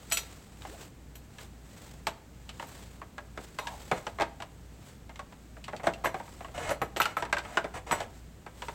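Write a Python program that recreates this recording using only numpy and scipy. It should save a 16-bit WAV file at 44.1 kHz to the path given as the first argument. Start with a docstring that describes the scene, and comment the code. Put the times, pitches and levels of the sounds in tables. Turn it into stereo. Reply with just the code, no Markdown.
"""In a quiet workshop, a steel hold-down bar and two hooked rods are lowered into a car battery's tray.
The steel knocks on the plastic case and panels, rings when it swings free, and scrapes as the rod
threads slide along plastic. Gloves and a sleeve rustle, and rubber squeaks as it slips on a rod.
Behind it all are a steady rush of air and two motors whose hums slowly swell and fade together."""
import sys
import numpy as np
from scipy import signal
from scipy.fft import rfft, irfft, next_fast_len
from scipy.io import wavfile

SR = 44100
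rng = np.random.default_rng(int(sys.argv[2]) if len(sys.argv) > 2 else 0)


def transcribe(u):
    """Save the signal u as a 16-bit wav file named by the first command-line argument.

    u: samples, shape (n,) or (channels, n), limited to [-1, 1]; the rate is SR.
    q: integer samples, one column per channel.
    """
    v = np.clip(np.atleast_2d(u).T, -1, 1)
    q = np.round(v * 32767).astype(np.int16)
    wavfile.write(sys.argv[1], SR, q)


N = 385431
SCENE_TIME = np.arange(N) / SR
BLOW_TIME = np.arange(int(.35 * SR)) / SR
ATTACK = SR // 50  # a blow's level is set over its first 20 ms


def undb(db):
    """Turn decibels into a number to multiply by."""
    return 10 ** (np.asarray(db) / 20)


def fade(fade_s):
    """The dying away of one blow: down 60 dB after fade_s."""
    return np.exp(-np.log(1000) * BLOW_TIME / fade_s)


def level(x, db, size=None):
    """Set the average (rms) level, taken over the first size samples or the whole sound."""
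    return x * undb(db) / np.sqrt(np.mean(x[..., :size] ** 2) + 1e-20)


def colour(x, spectrum):
    """Shape the tone with (pitch_hz, level_db) points."""
    size = 2 * next_fast_len(x.shape[-1] // 2 + 2048)
    hz, db = np.transpose(spectrum)
    log_hz = np.log(np.fft.rfftfreq(size, 1 / SR) + 1)
    log_gain = np.log(undb(np.interp(log_hz, np.log(hz), db)))
    # fold the filter forward in time, so nothing sounds before its cause
    cepstrum = irfft(log_gain)
    cepstrum[1:size // 2] *= 2
    cepstrum[size // 2 + 1:] = 0
    return irfft(rfft(x, size) * np.exp(rfft(cepstrum)))[..., :x.shape[-1]]


def stereo_noise(size, width):
    """Noise that is the same in both ears at width 0 and unrelated at width 1."""
    mid, side = rng.standard_normal((2, size))
    return np.array([mid + width * side, mid - width * side]) / np.hypot(1, width)


def wander(turns_per_s):
    """A smooth random drift, mostly between -1 and 1."""
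    points = rng.standard_normal(4096)
    return np.interp(SCENE_TIME * turns_per_s, np.arange(len(points)), points)


def panned(x, left_db):
    """Make the left ear louder than the right by left_db."""
    return x * undb(np.array([[left_db], [-left_db]]) / 2)


def add(out, start_s, x):
    """Mix a sound in at start_s."""
    i = max(int(start_s * SR), 0)
    out[:, i:i + x.shape[1]] += x[:, :N - i]


def ring(tones, scatter_db, spread_rad, detune):
    """A struck part's fading tones; their strength, pitch and stereo spread vary from blow to blow."""
    out = 0
    for hz, db, fade_s in tones:
        strength, shift, lead, sign = rng.standard_normal(4)
        ear_phase = spread_rad * np.sign(lead) * np.array([[1], [-1]])
        wave = np.sin(2 * np.pi * hz * (1 + detune * shift) * BLOW_TIME + ear_phase)
        out = out + np.sign(sign) * undb(db + scatter_db * strength) * fade(fade_s) * wave
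    return out


# Tone of the workshop air: pitch_hz, level_db
AIR_SPECTRUM = [(25, -20), (41, -10.5), (64, -18), (84, -5.5), (166, -9), (240, -12), (330, -17),
                (450, -16), (600, -18), (1070, -26), (1610, -26.5), (3080, -31.5), (5500, -35.5),
                (8000, -31.5), (9500, -42), (16000, -40)]
def workshop_air(level_db=-51.5):
    """Steady air noise whose low notes are alike in both ears."""
    bass = colour(stereo_noise(N, width=0.23), [(300, 3), (1500, -15)])
    treble = colour(stereo_noise(N, width=1), [(150, -33), (800, 1.5)])
    return level(colour(bass + treble, AIR_SPECTRUM), level_db)


# The hum of each motor: pitch_hz, level_db
MOTOR_HUMS = [(59.05, -54.5), (56.8, -59)]
def motor_hum():
    """Two motors at nearly the same speed drift in and out of step, so their hum swells and fades."""
    fast, slow = (level(np.sin(2 * np.pi * hz * SCENE_TIME), db) for hz, db in MOTOR_HUMS)
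    return fast - slow


# A glove or sleeve brushes past: loudest_s, length_s, level_db
SWISHES = [(0.224, 0.34, -51.5), (0.716, 0.14, -51), (.832, 0.055, -48), (1.42, 0.052, -51.5),
           (1.812, 0.24, -53.5), (2.806, 0.21, -51), (3.436, 0.075, -52.5), (3.785, 0.37, -50.5),
           (4.88, .075, -56), (6.29, 0.28, -57), (8.67, 0.16, -50.5)]
# Tone of rubbing cloth: pitch_hz, level_db
CLOTH_SPECTRUM = [(120, -30), (350, 2), (800, 0), (1400, -3), (4000, -7), (6000, -10), (8000, -4.5),
                  (9500, -17.5), (16000, -16.5)]
def cloth_rustle(fidget_db=-66):
    """Grainy swishes of cloth rise above the faint rustle of arms that never rest."""
    swishes = sum(undb(db) * np.exp(-2 * ((SCENE_TIME - loudest_s) / length_s) ** 2)
                  for loudest_s, length_s, db in SWISHES)
    fidget = undb(fidget_db + 6 * wander(turns_per_s=4.9))
    grain = stereo_noise(N, width=0.99) * undb(2.5 * wander(150))
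    return (swishes + fidget) * level(colour(grain, CLOTH_SPECTRUM), 0)


# What the plastic leaves of a blow's high notes: pitch_hz, level_db
DAMPED_TREBLE = [(4500, -2), (8000, -2), (12000, -6)]
def burst(spectrum, fade_s, width, snap, rise_s):
    """Many short tones blur into noise: a first snap, then a duller scatter from the engine bay."""
    noise = stereo_noise(len(BLOW_TIME), width) * (1 - np.exp(-BLOW_TIME / rise_s))
    blow = colour(noise * fade(fade_s), DAMPED_TREBLE) + snap * noise * fade(0.01)
    return level(colour(blow, spectrum), 0, ATTACK)


# The tones steel makes as it bends back and forth: pitch_hz, level_db, fade_s
STEEL_TONES = [(1340, -8, .3), (2600, -7, .2), (2910, -4, .2), (3190, -6, .18), (3780, -8, .2),
               (4107, -5, .22), (4340, -6, .2), (4980, -7, .14), (5860, 0, .16), (7072, -1, .16),
               (7948, -1, .17), (9690, -3, .13), (10462, -3, .14), (12520, -10, .12), (12700, -5, .14),
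               (13625, -1, .17)]
# Tone of steel chattering on steel: pitch_hz, level_db
CHATTER_SPECTRUM = [(600, -29), (1400, 2), (4000, 5), (5200, -3), (6200, 6), (8200, 11), (9100, -3),
                    (10400, -34), (11500, -5), (12800, 16), (14000, -3), (16000, -47)]
# A rod or the bar rings freely: start_s, ring_db, favoured_hz, chatter_db
CLINKS = [(.1, -47, 7950, -54), (.122, -24.5, 7650, -34), (.171, -34, 6350, -36), (1.154, -52, 12400, -56),
          (2.069, -58, 8100, -46), (2.67, -58, 13600, -64), (3.588, -46, 3750, -62),
          (3.916, -50, 4150, -64), (6.046, -42, 12200, -52), (6.705, -43, 10000, -49),
          (6.817, -47, 12200, -55), (6.969, -49, 8000, -44), (7.002, -34.5, 13700, -54),
          (7.019, -36, 2910, -50), (7.169, -49, 12200, -58), (7.918, -32.5, 8000, -50)]
def clinks(boost_db=13, boost_octaves=.12):
    """Steel chatters and rings on; where the blow lands favours the tones near one pitch."""
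    out = np.zeros((2, N))
    for start_s, ring_db, favoured_hz, chatter_db in CLINKS:
        tones = [(hz, db + boost_db * np.exp(-(np.log2(hz / favoured_hz) / boost_octaves) ** 2), fade_s)
                 for hz, db, fade_s in STEEL_TONES]
        flutter = undb(1.5 * wander(250)[:len(BLOW_TIME)])  # the loose parts keep touching
        ringing = ring(tones, scatter_db=1.5, spread_rad=0.72, detune=0.0004) * flutter
        chatter = burst(CHATTER_SPECTRUM, fade_s=0.13, width=0.42, snap=.6, rise_s=0.00054)
        add(out, start_s, level(ringing, ring_db, ATTACK) + undb(chatter_db) * chatter)
    return out


# Tones of the battery case, tray and nearby panels: pitch_hz, level_db, fade_s
CASE_TONES = [(339.5, -11, 0.2), (419.6, -5, 0.15), (589.3, 1, 0.22), (670.3, 5.5, 0.12), (765, -4, 0.078),
              (848, 3, 0.11), (950, -1, 0.16), (1064, 5.5, 0.1), (1254, 6, 0.089), (1592, 0.5, 0.13),
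              (1800, -10.5, 0.052), (2080, 2, 0.063), (2314, 1, 0.049), (2900, 0, 0.048), (3220, -8, 0.065),
              (3530, -5.5, 0.071), (3995, -12, 0.07)]
# The low, middle and high parts of a knock: pitch_hz, level_db
THUD_SPECTRUM = [(50, -21.5), (130, -7), (280, -7.5), (400, -2.5), (620, 0.5), (800, -4.5), (1300, -47)]
CLACK_SPECTRUM = [(400, -21.5), (620, -20.5), (780, -2.5), (1500, -6), (2100, -8.5), (2700, -18.5),
                  (4500, -45)]
TICK_SPECTRUM = [(1300, -17), (2000, 2.5), (2600, 5.5), (3600, 2), (4900, -3.5), (6500, -7.5), (8200, -5.5),
                 (9400, -19.5), (13000, -18), (16000, -41)]
def knock(hz, db, hardness_db, gloved_fade_s=0.052):
    """One blow: the gloved rod ticks and rings briefly, and the panels swing up to a clack and a thud."""
    thud_db = db + np.clip(-11 * np.log2(hz / 680), -14, 7)  # big, low parts thud the most
    tick_db = db + hardness_db
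    thud = undb(thud_db - 4.5) * burst(THUD_SPECTRUM, fade_s=0.092, width=0.072, snap=.05, rise_s=0.0034)
    clack = undb(db - 4) * burst(CLACK_SPECTRUM, fade_s=0.089, width=0.56, snap=0.57, rise_s=0.0009)
    tick = undb(tick_db - 2.5) * burst(TICK_SPECTRUM, fade_s=0.11, width=0.81, snap=2.3, rise_s=0.0004)
    # the struck panel's level follows the part of the blow that lies at its pitch
    panel_db = np.interp(np.log(hz), np.log([590, 780, 2000, 2700, 4500]),
                         [thud_db, db, db, tick_db, tick_db - 10])
    swing_up = 1 - np.exp(-BLOW_TIME / 0.0011)
    panel = ring([(hz, 0, .06)], scatter_db=0, spread_rad=0.31, detune=0) * swing_up
    case = ring(CASE_TONES, scatter_db=4.5, spread_rad=0.43, detune=0.0089) * swing_up
    body = thud + clack + level(panel, panel_db - 4.5, ATTACK) + level(case, db - 8.5, ATTACK)
    gloved_tones = [(tone_hz, tone_db, gloved_fade_s) for tone_hz, tone_db, _ in STEEL_TONES]
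    rod = ring(gloved_tones, scatter_db=1.5, spread_rad=0.76, detune=0.0053)
    rod = level(colour(rod, TICK_SPECTRUM), tick_db - 7.5, ATTACK)
    return panned(body, left_db=2.8) + panned(tick + rod, left_db=0.1)


# Steel hits the case, tray or a panel: start_s, pitch_hz, level_db, hardness_db (more is a louder tick)
KNOCKS = [(0.1139, 3950, -38, 3.5), (0.1211, 3130, -37, 7.5), (.171, 1360, -39.5, 10),
          (0.6197, 3800, -53.5, 5), (0.6504, 773, -43, -13), (1.1543, 3190, -57, 2),
          (1.3839, 1695, -49, 1.5), (2.0687, 876, -29, -1), (2.4915, 3010, -47, 4.5),
          (2.5968, 936, -38.5, -7.5), (2.6255, 917, -42, -9), (3.0161, 1097, -42, -16),
          (3.1803, 1645, -38, -10.5), (3.375, 664, -38, -10), (3.5868, 1070, -32.5, -4),
          (3.6705, 1660, -38, 0.5), (3.914, 751, -25, -11.5), (3.925, 156, -43.5, -16),
          (4.067, 854, -34.5, -5), (4.186, 1050, -36, -15), (4.199, 580, -30.5, -13),
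          (4.2087, 833, -28.5, -9), (4.2186, 857, -27, -8.5), (4.4015, 800, -43, -5),
          (4.4214, 990, -41, -2), (5.0939, 900, -45.5, -12), (5.1578, 2120, -54.5, 4),
          (5.1925, 1103, -39, -8.5), (5.567, 687, -49, -15), (5.641, 4640, -56, 13.5),
          (5.6806, 1082, -37.5, -8.5), (5.732, 590, -38, -21), (5.764, 4530, -63.5, 18),
          (5.797, 750, -43.5, -22), (5.8383, 583, -40.5, -15), (5.8692, 671, -23.5, -11),
          (5.9362, 2730, -58.5, 14.5), (6.044, 1067, -28.5, -21), (6.0561, 997, -24.5, -22),
          (6.143, 757, -33.5, -14.5), (6.1988, 928, -40, -17), (6.4063, 700, -43.5, -11),
          (6.4458, 1105, -42.5, -9.5), (6.5784, 594, -39.5, -3), (6.6919, 660, -36, -2),
          (6.7103, 574, -31.5, -20), (6.8162, 785, -26, -16.5), (6.9626, 536, -37.5, -1.5),
          (6.968, 810, -34.5, -1), (7.0005, 1328, -21, -14), (7.0175, 1550, -33, 6.5),
          (7.055, 1378, -30, -1), (7.1678, 1310, -27.5, -18), (7.2232, 973, -30.5, -8),
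          (7.251, 893, -38, -8.5), (7.3266, 1593, -23.5, -7), (7.368, 1586, -29.5, -11),
          (7.383, 1500, -37.5, 2), (7.4498, 1280, -40, -12), (7.5714, 1449, -22.5, -9),
          (7.574, 352, -40, -12), (7.6427, 590, -35, -11.5), (7.9108, 944, -27, -7),
          (7.9238, 902, -25, -24), (8.0037, 688, -35.5, -3.5), (8.4634, 850, -42.5, -10),
          (8.6205, 966, -39, -3), (8.6834, 934, -36.5, -9)]
def knocks(touch_count=8, aiming_s=(5.05, 7.85)):
    """The clear blows, plus faint random touches while the rods are aimed at the tray."""
    out = np.zeros((2, N))
    for start_s, hz, db, hardness_db in KNOCKS:
        add(out, start_s, knock(hz, db, hardness_db))
    for when, octave in rng.random((touch_count, 2)):
        touch = knock(hz=850 * 2 ** (octave - .5), db=-51, hardness_db=-7)
        add(out, np.interp(when, [0, 1], aiming_s), touch)
    return out


# A glove slips along a rod, one list of points for each slip: time_s, pitch_hz, level_db
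GLOVE_SLIPS = [
    [(.67, 230, -53), (.71, 360, -46.5), (.75, 690, -49), (.78, 650, -58), (.81, 400, -57)],
    [(3.6, 990, -50), (3.66, 920, -42.5), (3.72, 810, -41.5), (3.82, 750, -59)],
]
def glove_squeaks():
    """Rubber sticks and slips on the rod, squeaking at an unsteady pitch."""
    out = np.zeros(N)
    for slip in GLOVE_SLIPS:
        time_s, hz, db = np.transpose(slip)
        pitch_hz = np.interp(SCENE_TIME, time_s, hz) * (1 + .17 * wander(500))
        level_db = np.interp(SCENE_TIME, time_s, db, left=-200, right=-200) + 3 * wander(120)
        out += np.sin(2 * np.pi * np.cumsum(pitch_hz) / SR) * undb(level_db)
    return out


# Tone of scraped plastic: pitch_hz, level_db
SCRAPE_SPECTRUM = [(100, -8), (300, -10), (620, 4.5), (1000, -2), (1500, -6), (2500, -10.5), (5000, -24.5),
                   (8200, -17), (9600, -33.5), (16000, -38)]
# A rod slides along plastic: start_s, length_s, halfway_level_db
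SCRAPES = [(3.94, 0.04, -40), (5.832, 0.04, -37), (6.039, 0.031, -31.5), (6.541, .13, -37.5),
           (6.669, .054, -33), (7.027, 0.095, -44), (7.176, 0.03, -39.5), (7.425, 0.14, -46.5),
           (7.738, 0.039, -38), (7.865, 0.1, -39.5), (7.975, 0.057, -39.5)]
def scrapes(catches_per_s=1200, swell_db=3.5, rod_db=-24):
    """The rod's threads catch and slip: many tiny blows on the plastic, which also ring the rod faintly."""
    force = np.zeros(N)
    for start_s, length_s, db in SCRAPES:
        progress = (SCENE_TIME - start_s) / length_s
        ramp_db = [db - swell_db / 2, db + swell_db / 2]  # the hand presses harder as it goes
        force += undb(np.interp(progress, [0, 1], ramp_db, left=-np.inf, right=-np.inf))
    caught = rng.random(N) < catches_per_s / SR
    catches = caught * undb(1.5 * rng.standard_normal(N)) * rng.choice([-1, 1], N)
    noise = stereo_noise(len(BLOW_TIME), width=0.6)
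    plastic = colour(noise * (fade(0.11) + 3 * fade(0.0016)), SCRAPE_SPECTRUM)
    rod = ring(STEEL_TONES, scatter_db=3, spread_rad=.7, detune=0)
    one_catch = level(plastic, 0) + level(rod, rod_db)
    one_catch /= np.sqrt(np.sum(one_catch ** 2) / 2)
    return signal.fftconvolve([level(catches, 0) * force], one_catch, axes=1)[:, :N]


def wall_echo(x, low_fade_s=0.43, high_fade_s=0.37, echo_db=-18):
    """The workshop walls answer late and dull; the high notes die first."""
    low = colour(stereo_noise(len(BLOW_TIME), width=0.59) * fade(low_fade_s),
                 [(150, 4.5), (700, -1), (2000, -3.5), (5000, -6), (10000, -24)])
    high = colour(stereo_noise(len(BLOW_TIME), width=1) * fade(high_fade_s),
                  [(1000, -4), (3000, -10), (8000, -7.5), (14000, -14)])
    tail = (low + high) * (1 - np.exp(-BLOW_TIME / 0.0039))
    tail /= np.sqrt(np.sum(tail ** 2) / 2)
    return signal.fftconvolve(x, tail, axes=1)[:, :N] * undb(echo_db)


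def scene():
    """The steel parts and their echo, the hands that move them, and the workshop behind."""
    parts = knocks() + clinks() + panned(scrapes(), left_db=2.5)
    return parts + wall_echo(parts) + cloth_rustle() + glove_squeaks() + workshop_air() + motor_hum()


def record(dry, top_hz=16300):
    """Cut away the very highest notes."""
    return signal.sosfilt(signal.ellip(8, .2, 70, top_hz, fs=SR, output="sos"), dry)


dry = scene()
out = record(dry)
transcribe(out)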